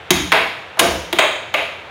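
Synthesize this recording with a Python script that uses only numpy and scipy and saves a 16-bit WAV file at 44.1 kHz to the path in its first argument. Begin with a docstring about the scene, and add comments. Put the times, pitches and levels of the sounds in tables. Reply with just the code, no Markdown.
"""Air hockey in a hard-walled room.

A plastic puck is struck by mallets and bounces off the rails of an air table.
Every blow rings the cabinet, bed, rail, mallet and puck for an instant; the room draws it out.
The blower hisses and hums below, and the loudest blows overload the microphone."""
import sys
import numpy as np
from scipy import signal
from scipy.fft import rfft, irfft
from scipy.io import wavfile

SR = 44100
rng = np.random.default_rng(int(sys.argv[2]) if len(sys.argv) > 2 else 0)


def digitize_waveform(pressure):
    """Quantize a signal to 16-bit integers and store it at the path in sys.argv[1].

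    Rows of a 2-D input are taken as channels; values are limited to [-1, 1].
    """
    field = np.atleast_2d(pressure).T
    bounded = np.clip(field, -1, 1)
    quanta = np.round(bounded * 32767).astype(np.int16)
    wavfile.write(sys.argv[1], SR, quanta)


N = 83790


def from_db(db):
    return 10 ** (np.asarray(db) / 20)


def unit_rms(x):
    return x / np.sqrt(np.mean(x ** 2) + 1e-20)


def at_hz(curve, hz):
    curve_hz, values = np.transpose(curve)
    return np.interp(np.log(hz), np.log(curve_hz), values)


def butter(x, kind, hz, order):
    return signal.sosfilt(signal.butter(order, hz, kind, fs=SR, output="sos"), x)


# Air hiss spectrum. Each row: frequency in Hz, relative level in dB.
HISS_SPECTRUM = [(30, -17), (130, 0), (250, -8), (470, 2), (700, 1.5), (1270, -0.5), (2500, -3), (3600, -8),
                 (4900, -22.5), (8100, -31), (12000, -40.5), (16000, -43)]
HISS_DB, HUM_DB, HUM_HZ, HUM_HALF_WIDTH_HZ = -37, -53.5, 90, 21


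def blower():
    """Air hisses through the bed; the motor's wavering hum is a narrow band of noise."""
    hz = np.arange(N // 2 + 1) * SR / N + 1
    hiss = irfft(rfft(rng.standard_normal(N)) * from_db(at_hz(HISS_SPECTRUM, hz)), N)
    hum_band = 1 / (1 + ((hz - HUM_HZ) / HUM_HALF_WIDTH_HZ) ** 4)
    hum = irfft(rfft(rng.standard_normal(N)) * hum_band, N)
    return from_db(HISS_DB) * unit_rms(hiss) + from_db(HUM_DB) * unit_rms(hum)


# Room decay. Each row: frequency in Hz, t60 in seconds.
ROOM_DECAY = [(60, 0.82), (200, 0.73), (600, 0.51), (2000, 0.65), (5000, .7), (8000, 0.66), (11500, 0.43),
              (16000, 0.5)]
ROOM_RISE_S, ROOM_RISE_CYCLES = 0.015, 0.8


def room_tail():
    """The room's diffuse response builds and dies band by band; the bass builds later."""
    t = np.arange(SR) / SR
    white = rng.standard_normal((2, SR))
    edges_hz = 40 * 2 ** np.arange(0, 9.1, 0.75)
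    tail = np.zeros(SR)
    for k, (low, high) in enumerate(zip(edges_hz, edges_hz[1:])):
        hz = np.sqrt(low * high)
        band = butter(white[k % 2], "band", [low, high], order=2)
        rise = 1 - np.exp(-t / (ROOM_RISE_S + ROOM_RISE_CYCLES / hz))
        tail += band * rise * from_db(-60 * t / at_hz(ROOM_DECAY, hz))
    return tail


ECHOES_PER_S, ECHO_RISE_S, DIRECT_DB = 5000, 0.0023, 14


def near_response(t60):
    """The direct sound, then a bright burst of reflections off the bed and the corner."""
    t = np.arange(SR) / SR
    arrivals = rng.random(SR) < ECHOES_PER_S / SR
    echoes = rng.standard_normal(SR) * arrivals * np.sqrt(SR / ECHOES_PER_S)
    rise = 1 - np.exp(-t / ECHO_RISE_S)
    near = echoes * rise * from_db(-60 * t / t60)
    near[0] = from_db(DIRECT_DB)
    near = butter(near + 1e-18, "high", hz=200, order=2)
    treble = butter(near, "high", hz=8000, order=1)
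    return near + treble


def struck_body(modes, scatter_db=2, samples=8192):
    """A body rings as decaying sines of total energy 1; each blow excites them a little differently."""
    t = np.arange(samples) / SR
    hz, db, t60 = np.transpose(modes)[:, :, None]
    db = db + scatter_db * rng.standard_normal((8, 1))[:len(hz)]
    polarity = (-1.0) ** np.arange(len(hz))[:, None]
    envelopes = from_db(db - 60 * t / t60) / np.sqrt(t60)
    ring = np.sum(polarity * envelopes * np.sin(2 * np.pi * hz * t), axis=0)
    ring = butter(ring, "high", 0.75 * hz.min(), order=4)
    return ring / np.sqrt(np.sum(ring ** 2))


# Modes of the struck parts. Each row: frequency in Hz, relative level in dB, t60 in seconds.
CABINET_MODES = [(63, 11.5, 0.06), (83, 9.5, .12), (110, -24.5, .08)]
BED_MODES = [(162, -20, 0.027), (180.4, 3, 0.076), (228, -20, 0.023), (279.6, 6, 0.023), (359.7, 11, 0.06)]
RAIL_MODES = [(414, -4, 0.054), (491.4, 0.5, .04), (575.6, 6.5, 0.018), (639, 8, .04), (689, -0.5, 0.053)]
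MALLET_BASE_MODES = [(759, -0.59, 0.0069), (1080, 0.94, 0.0067), (1176, -4.4, 0.06), (1544, -3, 0.0075)]
MALLET_MODES = [(1646, -5.5, 0.004), (2103, -3, 0.036), (2112, 5.5, 0.009), (2783, 2.5, 0.0036)]
PUCK_CLACK_MODES = [(2856, 8.5, 0.0074), (3111, 5.5, 0.0064), (3855, 0, 0.011), (3840, 2.5, 0.0021),
                    (4170, -3, .003)]
PUCK_RING_MODES = [(5630, -20, 0.0042), (6324, 22, .014), (6920, 25, 0.0091), (9690, 24.5, 0.0055),
                   (13300, -11, .006), (15700, -25, .005)]
CRACK_MODES = [(4170, 0.5, 0.0005), (5900, -2, 0.0013), (8300, -7, 0.0007), (10190, -3.5, 0.00035),
               (15100, -8, 0.00038)]
# Blows of the puck. Each row: start in seconds, levels in dB of cabinet, bed, rail, mallet base,
# mallet, puck clack, puck ring and crack, near sound over room in dB, near t60 in seconds.
PUCK_BLOWS = [(0.1056, -26, -16.5, -31.5, -21.5, -18, -18.5, -24, -22, 14.5, 0.035),
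              (0.3196, -62, -27.5, -17, -12, -10, -24, -39.5, -27, 7.5, 0.048),
              (0.7717, -55, -47, -29, -27.5, -42, -52, -57, -60, 5, 0.046),
              (0.7911, -25, -15.5, -13.5, -16, -23, -38, -52.5, -23, 3, 0.021),
              (0.7938, -58, -59, -26.5, -22.5, -18, -16.5, -25.5, -24, 16, 0.039),
              (0.876, -38, -40, -22, -59, -49, -54, -60, -30, -16, 0.033),
              (1.128, -53, -25, -32, -25.5, -26, -23.5, -43, -34.5, 13, 0.025),
              (1.1871, -51, -56, -13, -14.5, -11, -15.5, -34, -27.5, 7, 0.06),
              (1.5408, -52, -47.5, -30.5, -23.5, -38, -28, -49.5, -41, 15.5, 0.013),
              (1.5472, -56, -48, -30, -33, -40.5, -32, -45, -47, 3, 0.019),
              (1.5443, -59, -41, -21, -26, -15.5, -31.5, -49, -42, 11.5, 0.028)]


def puck_blows():
    """Each blow rings table, mallet and puck, and sounds through the room from its own spot."""
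    bodies = (CABINET_MODES, BED_MODES, RAIL_MODES, MALLET_BASE_MODES, MALLET_MODES,
              PUCK_CLACK_MODES, PUCK_RING_MODES, CRACK_MODES)
    out = np.zeros(N + 2 * SR)
    for start_s, *levels_db, near_db, near_t60 in PUCK_BLOWS:
        blow = sum(from_db(db) * struck_body(modes) for db, modes in zip(levels_db, bodies))
        response = room_tail() + from_db(near_db) * near_response(near_t60)
        in_room = signal.fftconvolve(blow, response)
        start = int(start_s * SR)
        out[start:start + len(in_room)] += in_room
    return out[:N]


def scene():
    """Puck blows over the blower, in mono."""
    return (puck_blows() + blower())[None]


BASS_CUT_HZ, TOP_CUT_HZ, OVERLOAD_CEILING = 58, 16450, 0.92


def record(dry):
    """The microphone drops the deep bass, flattens the peaks and cuts the top."""
    thinned = butter(dry, "high", BASS_CUT_HZ, order=3)
    flattened = thinned / (1 + np.abs(thinned / OVERLOAD_CEILING) ** 4) ** (1 / 4)
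    return signal.sosfilt(signal.cheby2(18, 70, TOP_CUT_HZ, fs=SR, output="sos"), flattened)


dry = scene()
out = record(dry)
digitize_waveform(out)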